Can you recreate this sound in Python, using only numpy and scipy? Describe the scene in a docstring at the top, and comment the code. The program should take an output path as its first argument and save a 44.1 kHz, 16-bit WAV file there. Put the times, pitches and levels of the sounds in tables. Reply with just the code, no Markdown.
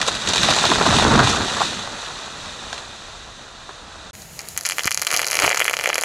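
"""Branches snap in ragged bursts some way off as a felled tree lands crown first on a lawn; leaves thrash and settle.
After a short silence a nearer, brighter microphone hears another trunk split: single fibres crack, then volleys,
over insects, a far rumble and the rising rush of the crown.
Breaks are impulses and dying noise through causal colours; leaves, air and ground are coloured noise;
heavy landings are falling sweeps, as dispersive bending waves are."""
import sys
import numpy as np
from scipy import signal
from scipy.fft import rfft, irfft, next_fast_len
from scipy.io import wavfile
from scipy.ndimage import uniform_filter1d, map_coordinates

SR = 44100
rng = np.random.default_rng(int(sys.argv[2]) if len(sys.argv) > 2 else 0)


def store_wav(level_fs):
    """Save 16-bit WAV to argv[1]."""
    pcm = np.round(np.clip(np.atleast_2d(level_fs), -1, 1) * 32767)
    wavfile.write(sys.argv[1], SR, pcm.T.astype(np.int16))


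N = 266364
TIME = np.arange(N) / SR  # s
FAR_ENDS, NEAR_STARTS = 4.1102, 4.1312  # s, with silence between

# Colour of thrashing leaves and of the bright part of a snap: (f/Hz, level per hertz/dB)
LEAF_COLOUR = [(880, -25), (1500, -7), (1960, -4.5), (2180, -14.5), (2390, -4.5), (3120, -6.5), (3750, 1),
               (5120, -11), (6150, -7.5), (7520, -11.5), (10100, -24.5), (13400, -45)]
# Colour of the body of a breaking fibre: (f/Hz, level per hertz/dB)
BODY_COLOUR = [(410, -24.5), (700, -5.5), (964, -4.5), (1210, -2), (2290, 2.5), (3310, -4), (3700, -20),
               (4810, -57), (8140, -120)]
# Colour of the sharp edge of a breaking fibre: (f/Hz, level per hertz/dB)
EDGE_COLOUR = [(2180, -34), (3700, -14.5), (4020, -1), (4280, 2), (5590, -1), (6760, 4.5), (8600, -12),
               (10600, -0.5), (13700, -15), (15900, -29), (16900, -58)]


def amp(db):
    """Level: decibels to an amplitude ratio."""
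    return 10 ** (np.asarray(db) / 20)


def unit(x):
    """Normalisation to an rms of 1."""
    return x / np.sqrt(np.mean(x ** 2) + 1e-20)


def along(points, hz):
    """Spectral interpolation of (f/Hz, value) points on a logarithmic frequency axis."""
    f, v = np.transpose(points)
    return np.interp(np.log(hz + 1), np.log(f + 1), v)


def curves(rows):
    """Envelope interpolation: one value per sample for each column after the time."""
    s, *columns = np.transpose(rows)
    return [np.interp(TIME, s, column) for column in columns]


def wobble(rate):
    """Slow random modulation: a smooth curve through rate random knots a second."""
    knots = rng.standard_normal(int(N * rate / SR) + 4)
    return map_coordinates(knots, [np.arange(N) * rate / SR])


def filtered(x, response):
    """Linear filtering: the spectrum times a response of frequency, zero-padded."""
    size = next_fast_len(N + SR // 2)
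    hz = np.fft.rfftfreq(size, 1 / SR)
    return irfft(rfft(x, size) * response(hz), size)[..., :N]


def struck(x, spectrum, size=2048):
    """Causality: a minimum-phase colour of energy 1, so that nothing rings before a blow."""
    hz = np.fft.rfftfreq(size, 1 / SR)
    (_, low_db), (_, high_db) = spectrum[0], spectrum[-1]
    points = [(0, low_db - 40)] + list(spectrum) + [(SR / 2, high_db - 40)]
    cepstrum = irfft(np.log(amp(along(points, hz))))
    # folding the cepstrum onto positive times gives minimum phase
    cepstrum[1:size // 2] *= 2
    cepstrum[size // 2 + 1:] = 0
    pulse = irfft(np.exp(rfft(cepstrum)))
    return signal.fftconvolve(x, pulse / np.linalg.norm(pulse))[:N]


def bursts(times, db, t60, spike, size, dull=None):
    """Impulsive release: at each time an inward spike and an exponentially dying puff, together of energy db."""
    t = np.arange(size) / SR
    shape = rng.standard_normal((len(times), size)) * amp(-60 * t / np.reshape(t60, (-1, 1)))
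    if dull is not None:
        # each burst is tilted by chance; dull above 0 favours a blunter top
        tilt = 0.7 * np.tanh(np.reshape(dull, (-1, 1)) + 0.84 * shape[:, :1])
    shape[:, 0] = -spike
    if dull is not None:
        shape[:, 2:] += tilt * shape[:, :-2].copy()
    shape = shape / np.linalg.norm(shape, axis=1)[:, None]
    at = np.round(np.asarray(times) * SR).astype(int)[:, None] + np.arange(size)
    return np.bincount(at.ravel(), (amp(db)[:, None] * shape).ravel(), N + SR)[:N]


def grainy(rate, spread_db, t60):
    """Shot noise of rms 1: rate puffs a second at random times, many small and a few large."""
    place, size = rng.random((2, int(rate * N / SR)))
    return unit(bursts(place * N / SR, -spread_db * np.log(size + .02), t60, 1, size=512))


def rustle(spectrum, flutter_db, grain=0, **crackle):
    """Random friction and impacts: coloured noise with a power share of crackle, fluttering in level."""
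    mix = rng.standard_normal(N)
    if crackle:
        grain = np.clip(grain, 0, 1)
        mix = np.sqrt(1 - grain) * mix + np.sqrt(grain) * grainy(**crackle)
    return amp(flutter_db * wobble(14)) * unit(struck(mix, spectrum, size=8192))


def crash():
    """Superposition: the crown hits the lawn, and one violence curve roughens leaves, twigs and ground together."""
    # Course of the fall: (t/s, leaves level/dB, twigs level/dB)
    fall = [(0, -29.5, -28.5), (.1, -28.5, -32.5), (.26, -28, -31), (.3, -24, -27), (.46, -20, -25),
            (.65, -21, -22.5), (.9, -21, -20), (1.1, -20.5, -19), (1.2, -22.5, -17.5), (1.33, -21.5, -23),
            (1.5, -25, -27), (1.72, -26.5, -30), (1.87, -32.5, -34.5), (2.3, -35.5, -39),
            (2.74, -36.5, -38.5), (2.92, -39, -42), (3.4, -42.5, -44), (4.11, -42.5, -41.5)]
    leaves_db, twigs_db = curves(fall)
    violence = np.clip((leaves_db + 45.5) / 25, 0, 1)
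    impacts = snaps() + booms() + trunk(twigs_db, violence)
    return impacts + twigs(twigs_db, violence) + leaves(leaves_db, violence) + breeze()


def snaps():
    """Brittle fracture, smeared by distance: each break is a short puff with a bright and a woody part."""
    # Loudest branches: (t/s, bright energy level/dB, woody energy level/dB)
    branches = [(0.015, 9, -7), (0.066, 0, -9), (0.078, 8, 1.5), (0.083, 4.5, 4.5), (0.151, 1, -6),
                (0.274, 7, -5), (0.288, 7, -8), (0.335, 9, 3), (0.359, 9, 3.5), (0.38, 8, -9),
                (0.433, 9.5, -10), (0.443, -4, 5.5), (0.486, 0, 12.5), (0.507, 10, -6), (0.564, 7, 8),
                (0.587, 7, -8), (0.64, 2, 11), (0.653, 9, 6), (0.716, -6, 14.5), (0.784, -6, 5.5),
                (0.811, -5, 13), (0.864, 6, 11.5), (0.926, -3, 9), (0.985, 10, 11), (1.024, -7, 10),
                (1.191, 7.5, 12), (1.273, -12, 5), (1.568, -4, 3.5), (1.606, -11, 9), (1.615, -14, 10),
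                (2.729, -2, -2), (2.779, -6, -16), (3.081, -24, -14), (3.692, -25, -4.5)]
    # Knock of a breaking limb: (f/Hz, level per hertz/dB)
    limb_colour = [(250, -22), (404, -4.5), (520, -8), (684, 1), (950, 0), (1400, -2), (2100, -18)]
    s, bright_db, woody_db = np.transpose(branches)
    # a snapped branch tears through a moment later, more weakly
    tear_delay, tear_db = .016, -6.5  # longest delay in s, dB re the snap
    s = np.r_[s, s + tear_delay * (.4 + .6 * rng.random(len(s)))]
    bright_db = np.r_[bright_db, bright_db + tear_db]
    woody_db = np.r_[woody_db, woody_db + tear_db]
    bright = struck(bursts(s, bright_db, 0.041, 6.8, size=2048, dull=0), LEAF_COLOUR)
    woody = struck(bursts(s, woody_db, .028, 3, size=2048), limb_colour)
    return bright + woody


def booms():
    """Dispersion: bending waves run along the wood, high pitches first, so each landing is a ragged falling sweep."""
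    # Heavy limbs and the trunk land, before random roughness:
    # (t/s, first f/Hz, last f/Hz, length/s, peak level/dB)
    landings = [(0.075, 500, 420, 0.015, -20), (0.693, 600, 180, 0.029, -21),
                (0.86, 476, 129, 0.063, -19.5), (1.125, 623, 83, 0.15, -18.5)]
    out = np.zeros(N)
    rough = amp(2.5 * wobble(70))  # level
    ragged = np.exp(.2 * wobble(90))  # pitch
    for s, first_hz, last_hz, length, db in landings:
        start = round(s * SR)
        u = np.arange(int(length * SR)) / (length * SR)
        hz = last_hz + (first_hz - last_hz) * (1 - u) ** 2.5
        hz = hz * ragged[start:][:len(u)]
        sweep = np.sin(2 * np.pi * np.cumsum(hz) / SR)
        out[start:][:len(u)] += amp(db) * np.sqrt(np.sin(np.pi * u)) * sweep
    return out * rough


def trunk(twigs_db, violence):
    """Low-frequency impact radiation: trunk and ground swing wider than the twigs and boom as the trunk lands."""
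    # Colour of trunk and ground: (f/Hz, level per hertz/dB)
    ground_colour = [(15, -47), (25, -7), (43, -5.5), (81, 0), (152, 0), (210, 1.5), (450, -8), (580, -27),
                     (990, -120)]
    lands, lands_db, lands_width = 1.23, 6, .08  # s, dB, s
    landing = np.exp(-((TIME - lands) / lands_width) ** 2)
    trunk_db = -37 + 1.15 * (twigs_db + 30.5) + lands_db * landing
    return amp(trunk_db) * rustle(ground_colour, grain=0.33 * violence, rate=150, spread_db=2.0,
                                  t60=0.024, flutter_db=2.5)


def twigs(twigs_db, violence):
    """Multiple small fractures: noise that crackles more as the fall grows violent."""
    # Colour of breaking twigs: (f/Hz, level per hertz/dB)
    twig_colour = [(180, -30.5), (300, -7), (511, 0), (556, 0.5), (1390, 2), (1940, -7.5), (2200, -12.5),
                   (2860, -43), (4840, -120)]
    return amp(twigs_db) * rustle(twig_colour, grain=0.16 + 0.43 * violence, rate=250, spread_db=3.5,
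                                  t60=0.013, flutter_db=.5 + 1.3 * violence)


def leaves(leaves_db, violence):
    """Friction noise: hard thrashing crackles, settling leaves only hiss."""
    return amp(leaves_db) * rustle(LEAF_COLOUR, grain=.5 * violence, rate=830, spread_db=3.5,
                                   t60=0.0072, flutter_db=0.32 + 1.1 * violence)


def breeze():
    """Turbulence: a low rumble of air at the far ports."""
    # Colour of the moving air: (f/Hz, level per hertz/dB)
    breeze_colour = [(13, -31), (22, -1), (38, 3.5), (65, 0.5), (150, -5), (200, -31), (330, -120)]
    return amp(-50.5) * rustle(breeze_colour, flutter_db=-1.0)


def split():
    """Superposition: the nearer trunk cracks over small fibres, crown, air, insects and rumble."""
    # Course of the split: (t/s, crown rush level/dB, hiss level/dB)
    course = [(4.131, -47, -48), (4.35, -46, -45.5), (4.8, -44, -40), (5, -46, -44), (5.12, -35, -35),
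              (5.26, -39, -42), (5.36, -36, -35), (5.44, -23, -30.5), (5.52, -33.5, -43), (5.64, -33, -41),
              (5.8, -35.5, -45.5), (6.04, -37.5, -43)]
    rush_db, hiss_db = curves(course)
    wood = fibres() + thuds() + small_fibres(rush_db)
    return wood + crown(rush_db) + air(hiss_db) + insects() + rumble()


def fibres():
    """Brittle fracture: each fibre is a spike with a short puff, sounding body, edge and the hollow of the split."""
    # Single cracks of fibres, strong ones and isolated weak ones:
    # (t/s, body energy level/dB, edge energy level/dB)
    breaks = [(4.2205, -32, -14.5), (4.392, -3, -1), (4.4165, -32, -16.0), (4.4868, -27, -5.5),
              (4.565, -12, -9.5), (4.5763, -2.5, 5.5), (4.6103, -18, -5.5), (4.6353, -25.0, -11),
              (4.652, -5.0, 1), (4.6571, 0, 3.5), (4.6631, -6.5, 1), (4.6661, -1.0, 1), (4.6894, -9.0, 2.0),
              (4.6983, 1.5, 0), (4.7095, -10.0, 0.0), (4.721, -0.5, -2.5), (4.7686, -20.0, -10),
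              (4.7834, 2, -2), (4.7935, 5.5, 1.5), (4.835, -2.5, -3.5), (4.8443, -4, -1), (4.8564, -2, 3.5),
              (4.8638, -8, -1.5), (4.8732, 1, 1.5), (4.8771, 6.5, -1.0), (4.9087, -4, 0.5),
              (4.9164, 3, 0.5), (4.925, -15, -2), (4.9455, -4, 4.5), (4.975, 0.5, 4.5), (4.9957, -10.0, -4),
              (5.0175, -6, 5), (5.0223, -0.5, 2), (5.0494, -9, -5), (5.0687, 7.5, 4.5), (5.0729, -2, 4),
              (5.1052, -1, 0.0), (5.1144, 1, 2.5), (5.127, 4.0, -2), (5.1344, -5.0, 1.0), (5.1406, 5.5, 1),
              (5.1444, 2, 2.5), (5.1486, 6, -4.0), (5.1645, 6, 6.5), (5.173, 1.5, 6), (5.1936, 4, 2),
              (5.199, -1, -3.0), (5.217, 1, 2), (5.2295, -1, -6), (5.2327, 6.5, -10), (5.2453, -0.5, 1.5),
              (5.2676, -3, 2), (5.2752, -10.0, 0), (5.2842, -15.0, 3), (5.302, -5, -4), (5.312, -8, 3),
              (5.3174, -3, 1), (5.3306, -2, 1), (5.34, -1, -5), (5.3443, 0, -2), (5.354, 3.0, 5),
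              (5.37, 1, 4), (5.3901, 7.5, 2.5), (5.3998, 5.5, 3.5), (5.422, 6, 3), (5.432, 4, -5.0),
              (5.4378, 7.0, -4), (5.4442, 11, -3.0), (5.4486, 6.0, -4.0), (5.4615, 2, 0), (5.4652, -1, 2.5),
              (5.4781, 12, -8), (5.4934, -3, 2), (5.503, 3, -3), (5.5128, 7.5, 2), (5.5197, 1, -5.0),
              (5.5288, 6.5, -12), (5.546, 4.0, 1), (5.5716, 3, -5), (5.5745, 3, 3.5), (5.5953, -1, 1),
              (5.6028, 7.5, 0), (5.614, 5.5, -6), (5.6202, 7.5, -12), (5.6443, -7.0, 3), (5.6533, 0.5, -11),
              (5.6633, -1.0, -4), (5.6801, 6.5, -5), (5.6969, 5, -1), (5.7109, 0.0, -1.5), (5.7328, -1, -1),
              (5.7385, 6, -4), (5.7683, 0.5, -1), (5.7898, -2.0, 1.0), (5.7966, 2.5, -7), (5.8111, 3.5, -5),
              (5.839, -1.0, -1), (5.8432, 3.5, -3), (5.8584, 6, -3.0), (5.8747, 2, -4), (5.8906, 1.0, -1),
              (5.8962, -4, -3.5), (5.9011, 4.5, -12.0), (5.93, 5.0, -9), (5.9438, -7, 1), (5.9561, 3.5, 1),
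              (5.9811, 2.5, -2), (5.9887, -4, -10.0), (6.0117, -15, 4.0), (6.018, -4, -9), (6.036, 3, 0)]
    # Ring of the opening split: (f/Hz, level per hertz/dB)
    hollow_colour = [(290, -24.5), (500, -5), (660, -2.5), (850, -6.5), (1350, -21)]
    s, body_db, edge_db = np.transpose(breaks)
    # the hollow rings louder as the split opens, follows the body and scatters by chance
    opening_db = -16.5 + 11.5 * (s - 5)  # grows in dB per s
    hollow_db = opening_db + 0.63 * body_db + 4 * rng.standard_normal(len(s))
    body = struck(bursts(s, body_db, 0.0027, 3.9, size=256), BODY_COLOUR)
    edge = struck(bursts(s, edge_db, 0.0018, 3.5, size=256, dull=(body_db - edge_db) / 15), EDGE_COLOUR)
    hollow = struck(bursts(s, hollow_db, 0.0022, 9, size=256), hollow_colour)
    # a break pulls four weaker neighbours along within some milliseconds
    wait, body_size, edge_size = rng.random((len(s), 4, 3)).T
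    s2 = (s + 0.0018 + .018 * wait).ravel()
    body2_db = (body_db - 25.5 + 15 * body_size).ravel()
    edge2_db = (edge_db - 26 + 15 * edge_size).ravel()
    body2 = struck(bursts(s2, body2_db, 0.004, 2.6, size=256), BODY_COLOUR)
    edge2 = struck(bursts(s2, edge2_db, 0.0013, 2.3, size=256, dull=.3), EDGE_COLOUR)
    cracks = body + edge + hollow + body2 + edge2
    # the ground and the splinters answer each crack with a short tail
    t = np.arange(2048) / SR
    tail = uniform_filter1d(rng.standard_normal(2048), size=2) * amp(-60 * t / 0.018) * (t > .001)
    return cracks + amp(-13) * signal.fftconvolve(cracks, tail / np.linalg.norm(tail))[:N]


def thuds():
    """Damped low-frequency impulses: soft jolts as the trunk shifts on its stump."""
    # Jolts of the trunk: (t/s, energy level/dB, decay time t60/s)
    jolts = [(4.856, -4, .003), (5.135, -15, .03), (5.437, -3, .04), (5.459, -2, .04)]
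    s, db, t60 = np.transpose(jolts)
    colour = [(40, -16), (80, 1), (180, -1.5), (350, -4.0), (600, -21)]  # (f/Hz, level per hertz/dB)
    return -struck(bursts(s, db, t60, 6.9, size=4096), colour, size=8192)


def small_fibres(rush_db):
    """Shot noise of many weak fractures: small fibres wake as the strain grows with the crown's rush."""
    ticks = grainy(rate=320, spread_db=8.0, t60=0.0025)
    small_db = -36 + 1.8 * np.minimum(rush_db + 37.0, 0) + 0.65 * np.maximum(rush_db + 38.5, 0)
    return amp(small_db) * unit(struck(ticks, BODY_COLOUR) + amp(1.5) * struck(ticks, EDGE_COLOUR))


def crown(rush_db):
    """Broadband flow and friction noise: the rush of the crown, with a share of crackle."""
    # Colour of the crown: (f/Hz, level per hertz/dB)
    rush_colour = [(180, -33.5), (300, -3.5), (662, 2), (1090, -4.5), (1660, -3), (3080, -7.5), (3630, -21),
                   (4000, -6.5), (5200, -19), (8800, -120)]
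    return amp(rush_db) * rustle(rush_colour, grain=0.16, rate=600, spread_db=4.0, t60=0.0065, flutter_db=2.5)


def air(hiss_db):
    """High-frequency turbulence: hiss of air and leaves."""
    # Colour of air and leaves: (f/Hz, level per hertz/dB)
    hiss_colour = [(1500, -32), (2500, -7), (3700, -2), (5300, -1), (7000, 4.5), (8600, -3), (11000, -0.5),
                   (15400, -9), (16500, -33)]
    return amp(hiss_db) * rustle(hiss_colour, flutter_db=2.5)


def insects():
    """Incoherent summation: a steady chorus merges into narrow-band noise."""
    # Colour of the chorus: (f/Hz, level per hertz/dB)
    chorus_colour = [(6350, -13), (6830, 1), (7350, -22)]
    return amp(-51) * rustle(chorus_colour, flutter_db=.4)


def rumble():
    """Low-pass noise: a far rumble that fades at a constant rate under its flutter."""
    # Colour of the far rumble: (f/Hz, level per hertz/dB)
    rumble_colour = [(15, -56), (25, -26), (39, -13), (60, -3.5), (182, -5), (220, -10), (350, -30),
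                     (460, -39), (770, -120)]
    start_db, fade = -49.5, 2  # dB, dB per s
    return amp(start_db - fade * (TIME - NEAR_STARTS)) * rustle(rumble_colour, flutter_db=4.0)


def soft(x, top):
    """Saturation: peaks near top are softly limited."""
    return x / (1 + np.abs(x / top) ** 4) ** (1 / 4)


def stereo(x, side_db, lean):
    """Stereo: shared sound with a lean by band and a faint phase-scrambled side."""
    z = signal.stft(x, nperseg=256)[2]
    z = z * np.exp(2j * np.pi * rng.random(z.shape))
    scrambled = signal.istft(z, nperseg=256)[1][:N]
    side = filtered(scrambled, lambda hz: amp(along(side_db, hz)))
    leaning = filtered(x, lambda hz: amp(np.outer([.5, -.5], along(lean, hz))))
    return leaning + np.outer([1, -1], side)


def scene():
    """Reception: two microphones in turn, each saturating softly on its loudest peaks."""
    # Level difference of the far ports by band: (f/Hz, left minus right level/dB)
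    far_lean = [(80, 1.5), (240, -4), (600, 0.8), (1700, -1.3), (2400, -0.5), (4500, -1.4), (7500, -0.5)]
    # Side level by band, far microphone: (f/Hz, side level re mid/dB)
    far_side = [(100, -20), (300, -14), (900, -41), (1700, -21), (2500, -43), (3200, -19), (5100, -11),
                (7500, -25)]
    # Level difference of the near ports by band: (f/Hz, left minus right level/dB)
    near_lean = [(100, 1.2), (450, -0.8), (1000, -0.14), (7300, -0.1), (8600, -1), (10000, 0.1)]
    # Side level by band, near microphone: (f/Hz, side level re mid/dB)
    near_side = [(60, -15), (250, -17), (500, -17), (1700, -30), (3700, -55), (7300, -21), (8600, -7),
                 (10300, -24), (15000, -25)]
    far_top = 13400  # Hz, band limit of the far microphone
    far = filtered(soft(crash(), top=.7), lambda hz: hz < far_top)
    far = stereo(far, far_side, far_lean)
    near = stereo(soft(split(), top=.9), near_side, near_lean)
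    # 1 ms fades on both sides of the silence
    far_fade = np.clip((FAR_ENDS - TIME) * 1000, 0, 1)
    near_fade = np.clip((TIME - NEAR_STARTS) * 1000, 0, 1)
    return far * far_fade + near * near_fade


def record(dry):
    """Band limitation: nothing is kept above 16.9 kHz."""
    return filtered(dry, lambda hz: hz < 16900)


dry = scene()
out = record(dry)
store_wav(out)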